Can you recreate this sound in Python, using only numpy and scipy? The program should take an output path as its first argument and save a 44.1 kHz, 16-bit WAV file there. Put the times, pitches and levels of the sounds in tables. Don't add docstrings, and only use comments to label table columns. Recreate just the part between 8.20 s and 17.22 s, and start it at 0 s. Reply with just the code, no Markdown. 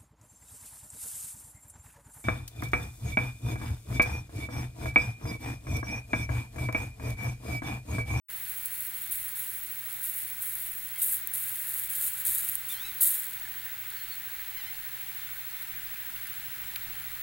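import sys
import numpy as np
from scipy import signal
from scipy.fft import rfft, irfft, next_fast_len
from scipy.io import wavfile
from scipy.ndimage import uniform_filter1d, map_coordinates

SR = 44100
rng = np.random.default_rng(int(sys.argv[2]) if len(sys.argv) > 2 else 0)


def output_pcm(signal):
    pcm = np.clip(np.atleast_2d(signal).T, -1, 1) * 32767
    wavfile.write(sys.argv[1], SR, np.round(pcm).astype(np.int16))


N = 397782

# f/Hz, gain/dB
FILM_SPECTRUM = [(400, -38), (1500, -46), (3900, -13), (5700, -24.5), (6600, -13), (7600, -5), (9000, 2.9),
                 (11000, 5), (13000, 5.5), (15800, 4)]


def amp(db):
    return 10 ** (np.asarray(db) / 20)


def unit(x):
    return x / np.sqrt(np.mean(x ** 2) + 1e-20)


def along(points, hz):
    f, values = np.transpose(points)
    return np.interp(np.log(hz + 1), np.log(f + 1), values)


def curves(rows):
    times, *columns = np.transpose(rows)
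    return [np.interp(np.arange(N) / SR, times, column) for column in columns]


def during(rows):
    t = np.arange(N) / SR
    return (t >= rows[0][0]) & (t <= rows[-1][0])


def wobble(rate):
    knots = rng.standard_normal(int(N * rate / SR) + 4)
    return map_coordinates(knots, [np.arange(N) * rate / SR])


def filtered(x, response):
    size = next_fast_len(N + SR // 2)
    return irfft(rfft(x, size) * response(np.fft.rfftfreq(size, 1 / SR)), size)[..., :N]


def coloured(x, spectrum):
    return filtered(x, lambda hz: amp(along(spectrum, hz)))


def add(track, start, sound):
    part = track[round(start * SR):][:len(sound)]
    part += sound[:len(part)]


def grains(rate, spread_db):
    chance, size = rng.random(N), rng.standard_normal(N)
    return unit((chance < rate / SR) * rng.choice([-1, 1], N) * amp(spread_db * np.clip(size, -2, 2)))


def diffuse(pair, spectrum, patchy_db):
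    # f/Hz, correlation
    coherence = [(60, 0.77), (300, 0.7), (700, 0.76), (2400, 0.86), (4500, 0.5), (7000, 0.45)]
    cells = signal.stft(pair, nperseg=512)[2]
    patches = uniform_filter1d(rng.standard_normal(cells.shape[1:]), size=6, axis=0)
    patches = uniform_filter1d(patches, size=12, axis=1)
    pair = signal.istft(cells * amp(patchy_db * unit(patches)), nperseg=512)[1][:, :N]

    def mid_side(hz):
        width = np.arccos(np.clip(along(coherence, hz), -1, 1)) / 2
        return amp(along(spectrum, hz)) * [np.cos(width), np.sin(width)]

    mid, side = filtered(pair, mid_side)
    return unit(np.array([mid + side, mid - side]))


def voice(rows, colour, jitter, count):
    hz, db = curves(rows)
    hz = uniform_filter1d(hz, size=400) * (1 + jitter * wobble(250))
    phase = 2 * np.pi * np.cumsum(hz) / SR
    orders = np.arange(1, count + 1)[:, None]
    on = during(rows)
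    gains = amp(along(colour, orders * hz[on]))
    harmonics = np.sum(gains * np.sin(orders * phase[on]), axis=0)
    track = np.zeros(N)
    track[on] = amp(db[on]) * harmonics / np.sqrt(np.sum(gains ** 2, axis=0) / 2)
    return track


def camera():
    # f/Hz, level/dB
    motor_tones = [(117.5, -66), (350, -74.5)]
    # f/Hz in one list, level/dB in the other
    whine_hz = [15674.3, 15734.3, 15747.5, 15777.6]
    whine_db = [-54.5, -41, -45.5, -62]
    # f/Hz, gain/dB
    hiss_spectrum = [(2500, -38.5), (5500, -38), (7000, -23.5), (7900, -18), (8600, -18.5), (11000, -15),
                     (13000, -10.5), (15000, -5), (15700, -6)]
    mic_spectrum = [(800, -17.5), (3000, -6), (4500, -2.5), (7700, 0.5), (8800, -3), (13000, -6.5),
                    (15500, -26)]
    t = np.arange(N) / SR
    tone = lambda hz, db, drift: np.sqrt(2) * amp(db) * np.sin(2 * np.pi * hz * t + drift)
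    low, high = (tone(hz, db, .5 * wobble(6.5)) for hz, db in motor_tones)
    hum = low + high * amp(np.interp(t, [.6, 1.8], [-8, 1]))
    whine = sum(tone(hz, db, 0) for hz, db in zip(whine_hz, whine_db))
    hiss = amp(-41) * unit(coloured(rng.standard_normal(N), hiss_spectrum))
    resonance = lambda hz: 1 / (1 + 1j * (hz - 9950) / 70)
    sizzle = amp(-57) * unit(filtered(rng.standard_normal(N), resonance))
    mic_noise = amp(-54) * unit(coloured(rng.standard_normal((2, N)), mic_spectrum))
    return hum + whine + hiss + sizzle + mic_noise


def town():
    # f/Hz, gain/dB
    rumble_spectrum = [(15, -11.5), (32, 3.5), (50, -13), (80, -5), (110, -6), (150, -13), (210, -11),
                       (260, -19.5), (330, -15), (450, -36), (900, -50)]
    # t/s, firing f/Hz, level/dB
    engine_run = [(7.6, 55.1, -69), (8.15, 64.8, -65), (8.35, 71.6, -61), (8.6, 75.7, -62.5),
                  (8.9, 81.6, -57), (9.02, 81, -70)]
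    engine_colour = [(70, -1.5), (150, -1.5), (230, -19), (330, -23)]
    rumble_db = np.interp(np.arange(N) / SR, [7.3, 8.3], [-60, -58])
    rumble = amp(rumble_db) * diffuse(rng.standard_normal((2, N)), rumble_spectrum, patchy_db=1.1)
    return rumble + voice(engine_run, engine_colour, jitter=.02, count=4)


def small_bird():
    onsets = [.14, .24, .43, .52, .6, .72, .82]
    track, t = np.zeros(N), np.arange(SR // 16) / SR
    for start in onsets:
        hz = 4460 - 160 * start
        add(track, start, amp(-57) * np.hanning(len(t)) * np.sin(2 * np.pi * hz * t * (1 - .2 * t)))
    return track


def yodel(start, length, first_hz, dip_hz, second_hz, climb_s, db):
    top_s, dip_s, fall_s, attack_s, release_s = .016, .064, .135, .0069, .03
    db_per_octave, fade_db_per_s = 23, 46
    t = np.arange(0, length, 1 / SR)
    turns = [0, top_s, dip_s, dip_s + climb_s]
    leg = np.interp(t, turns, np.arange(len(turns)))
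    eased = np.floor(leg) + np.sin(np.pi / 2 * (leg % 1)) ** 2
    hz = np.interp(eased, np.arange(len(turns)), [.955 * first_hz, first_hz, dip_hz, second_hz])
    hz *= np.maximum(1 - (np.maximum(t - turns[-1], 0) / fall_s) ** 3, .5)
    edges = np.clip(np.minimum(t / attack_s, (length - t) / release_s), 1e-3, 1)
    level = db + db_per_octave * np.log2(hz / first_hz) - fade_db_per_s * t + 20 * np.log10(edges)
    return np.column_stack([start + t, hz, level])


def gulls():
    # t/s, length/s, first top f/Hz, dip f/Hz, second top f/Hz, climb/s, level/dB, jitter/share
    calls = [(2.753, 0.091, 1097, 935, 950, .07, -48.5, 0.0051),
             (4.492, 0.26, 1210, 1030, 1301, 0.1, -41.5, 0.0048),
             (6.368, 0.17, 1037, 905, 1040, .06, -44.5, 0.0176)]
    # f/Hz, gain/dB
    cry_colours = [
        [(1000, -18), (2100, 0), (3300, -3), (4200, -6), (5000, -20), (8000, -30)],
        [(1100, -25), (2300, -10), (3100, -3), (3600, 0), (4150, -1), (4650, -20), (5150, -12), (6300, -12),
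         (7000, -22), (7700, -15), (9500, -34)],
        [(1000, -18), (2000, 0), (3000, -3), (4000, -6), (5100, -10), (6200, -22), (8000, -30)],
    ]
    # t/s, f/Hz, level/dB
    whistle_course = [(5.735, 4320, -70), (5.765, 4480, -57), (5.805, 4200, -54), (5.88, 4500, -61),
                      (5.925, 4300, -46), (5.97, 4090, -67)]
    cries = sum(voice(yodel(*cry), cry_colour, jitter, count=7)
                for (*cry, jitter), cry_colour in zip(calls, cry_colours))
    rasp = amp(2.2 * wobble(rate=180))
    whistle = voice(whistle_course, colour=[(4000, 0), (9000, -19)], jitter=.022, count=2)
    return rasp * (cries + whistle)


def steps_echo(sound):
    t60, delay_s = .2, .003
    t = np.arange(SR // 5) / SR
    tail = rng.standard_normal((2, len(t))) * amp(-60 * t / t60) * (t > delay_s)
    return signal.fftconvolve(sound[None], tail / np.linalg.norm(tail[0]), axes=1)[:, :N]


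def bubbles(rate, hz, t60):
    t = np.arange(SR // 25) / SR
    ring = amp(-60 * t / t60) * np.sin(2 * np.pi * hz * t)
    return unit(signal.fftconvolve(grains(rate, spread_db=.5), ring)[:N])


def ripples():
    # t/s, level/dB
    lapping = [(0, -49), (2.6, -50), (4, -47.5), (6.6, -47.5), (9, -46.5)]
    # f/Hz, gain/dB
    wash_spectrum = [(250, -40), (400, -18.5), (520, -23), (650, -17.5), (800, -10.5), (1100, -12.5),
                     (1300, -7.5), (1520, -3), (2100, -1.5), (2450, -6), (3000, -7.5), (3300, -8),
                     (4300, -10), (5400, -21), (8000, -27)]
    pops = np.array([grains(350, spread_db=4.5), grains(350, spread_db=6)])
    fizz = rng.standard_normal((2, N)) + .25 * pops
    wash = diffuse(fizz, wash_spectrum + [(14000, -62)], patchy_db=.78)
    plinks = unit(sum(bubbles(rate=7, hz=hz, t60=.018) for hz in (1670, 1800, 1970, 1970, 2910, 3600)))
    return amp(curves(lapping)[0] + .25 * wobble(7)) * (wash + amp(-14) * plinks)


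def drips():
    # t/s, level/dB, bubble f/Hz, t60/s, spray relative to bubble/dB
    drops = [(5.2521, -34, 1760, 0.03, -8), (5.4556, -43, 3000, .008, 8.5), (5.4635, -32, 1750, 0.016, -15),
             (5.703, -39, 3980, .008, 6), (5.955, -48, 4000, .008, 12), (7.4242, -36.5, 4000, .008, 2),
             (7.672, -37, 4700, .008, -9), (7.76, -35, 2400, 0.018, -14), (7.962, -33, 2800, .012, -12.5),
             (8.07, -41, 4900, .012, 5), (8.098, -42, 8800, .05, 0), (8.560, -17, 4000, 0.0024, -13),
             (8.5612, -23, 2500, 0.0053, -24)]
    spray_t60 = .019
    ring, spray, t = np.zeros(N), np.zeros(N), np.arange(SR // 20) / SR
    for start, db, hz, t60, spray_db in drops:
        add(ring, start, amp(db - 60 * t / t60) * np.sin(2 * np.pi * hz * t))
        add(spray, start, amp(db + spray_db - 60 * t / spray_t60) * rng.standard_normal(len(t)))
    return coloured(ring, [(500, -23), (1700, -1)]) + coloured(spray, FILM_SPECTRUM)


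def crease_snaps():
    # t/s, relative level/dB
    creases = [(0.458, -27), (.6065, -32), (0.818, -32.5), (1.8973, -27.5), (2.2215, -30), (2.354, -28),
               (2.845, -24), (3.073, -25.5), (3.137, -27), (3.54, -26), (3.597, -25), (4.0538, -24),
               (4.149, -26), (4.184, -23), (4.289, -24), (4.2966, -25), (4.3541, -22.5), (4.8345, -23),
               (4.906, -25)]
    t60 = .0068
    track, t = np.zeros(N), np.arange(SR // 100) / SR
    highpass = signal.butter(2, 7000, "highpass", fs=SR)
    for start, db in creases:
        crack = signal.lfilter(*highpass, rng.standard_normal(len(t))) * amp(-60 * t / t60)
        add(track, start + .0003, amp(db - 7.5) * unit(crack))
    return coloured(track, FILM_SPECTRUM)


def bag_motion():
    # t/s, level/dB
    flutter = [(0.1, -40.5), (0.6, -41), (1.6, -43.5), (2.5, -40), (3.05, -48.5), (3.9, -38.5), (4.7, -45),
               (5.4, -61)]
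    # t/s, length/s, level/dB, growth over the drag/dB
    drags = [(0.272, 0.12, -39.5, -3), (0.507, 0.16, -37.5, -3), (.77, 0.1, -41.5, -1),
             (1.03, 0.063, -37.5, -2), (1.68, 0.087, -40.5, -3), (1.951, 0.065, -35, 2),
             (2.202, 0.13, -34, 2), (2.376, 0.094, -35, -3), (2.774, 0.18, -29, 7), (3.13, 0.36, -33, -5),
             (3.468, 0.19, -33, -2), (3.687, 0.2, -28.5, 4.5), (3.92, .08, -38.5, -3),
             (4.138, .21, -33.5, -2), (4.48, .06, -34, -2)]
    # t/s, level/dB, t60/s
    strikes = [(.452, -23.5, .09), (.908, -24, 0.42), (1.152, -32.5, 1.6), (1.826, -29.5, 1),
               (2.815, -19, 0.25), (3.133, -32, .2), (4.047, -21.5, 0.79), (4.806, -16, 0.67),
               (4.825, -18.5, 0.31)]
    drag_attack_s, release_t60, strike_attack_s = .012, .19, .0045
    power = (amp(curves(flutter)[0]) * during(flutter)) ** 2
    t = np.arange(SR) / SR
    for start, length, db, growth_db in drags:
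        held_db = db + growth_db * (np.minimum(t / length, 1) - .5)
        release_db = 60 * np.maximum(t - length, 0) / release_t60
        add(power, start, (amp(held_db - release_db) * np.minimum(t / drag_attack_s, 1)) ** 2)
    for start, db, t60 in strikes:
        add(power, start, (amp(db - 60 * t / t60) * (1 - np.exp(-t / strike_attack_s))) ** 2)
    return np.sqrt(power)


def bag_rustle():
    # t/s, gain/dB
    fold_weight = [(0, -2), (2.9, -2), (3.7, 2), (4.15, 5.5), (4.85, 0.5), (5.05, 7)]
    level = bag_motion()
    buckles_per_s = 100 + 2200 * unit(level) ** 1.5
    buckles = unit(grains(buckles_per_s, spread_db=3) / np.sqrt(buckles_per_s))
    t = np.arange(SR // 250) / SR
    shiver = amp(-60 * t / .0035)
    envelope = np.sqrt(np.abs(signal.fftconvolve(buckles ** 2, shiver ** 2)[:N]))
    crinkle = unit(envelope * rng.standard_normal(N))
    scrape = .66 * rng.standard_normal(N)
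    clumps = amp(1.6 * wobble(260) + .98 * wobble(45))
    film = unit(coloured((crinkle + scrape) * clumps, FILM_SPECTRUM))
    folds = coloured(film, [(6500, -2.5), (8000, -6), (10000, -27)])
    return level * (film + (amp(curves(fold_weight)[0]) - 1) * folds)


def scene():
    # t/s, left minus right/dB
    drift = [(3.5, .15), (4.8, .6)]
    pan = amp(np.array([[.5], [-.5]]) * curves(drift)[0])
    bag = (bag_rustle() + crease_snaps()) * pan
    birds = gulls() + small_bird()
    return bag + drips() + birds + amp(-9) * steps_echo(birds) + ripples() + town() + camera()


def record(dry):
    # f/Hz, left minus right/dB
    balance = [(100, -1.8), (380, -1.5), (700, .6), (2400, -.5), (4500, .5), (9000, .1), (15000, 0)]
    # f/Hz, left lead/rad
    lead = [(50, -0.29), (130, -0.6), (350, -0.89), (950, -0.43), (1400, -0.64), (3000, -0.27), (6000, 0)]
    silence_s, fade_s, top_hz = .083, .018, 15850
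    opening = np.clip((np.arange(N) / SR - silence_s) / fade_s, 0, 1)
    half = np.array([[.5], [-.5]])
    mics = lambda hz: amp(half * along(balance, hz)) * np.exp(1j * half * along(lead, hz))
    return filtered(dry * opening, lambda hz: mics(hz) * (hz < top_hz))


dry = scene()
out = record(dry)
output_pcm(out)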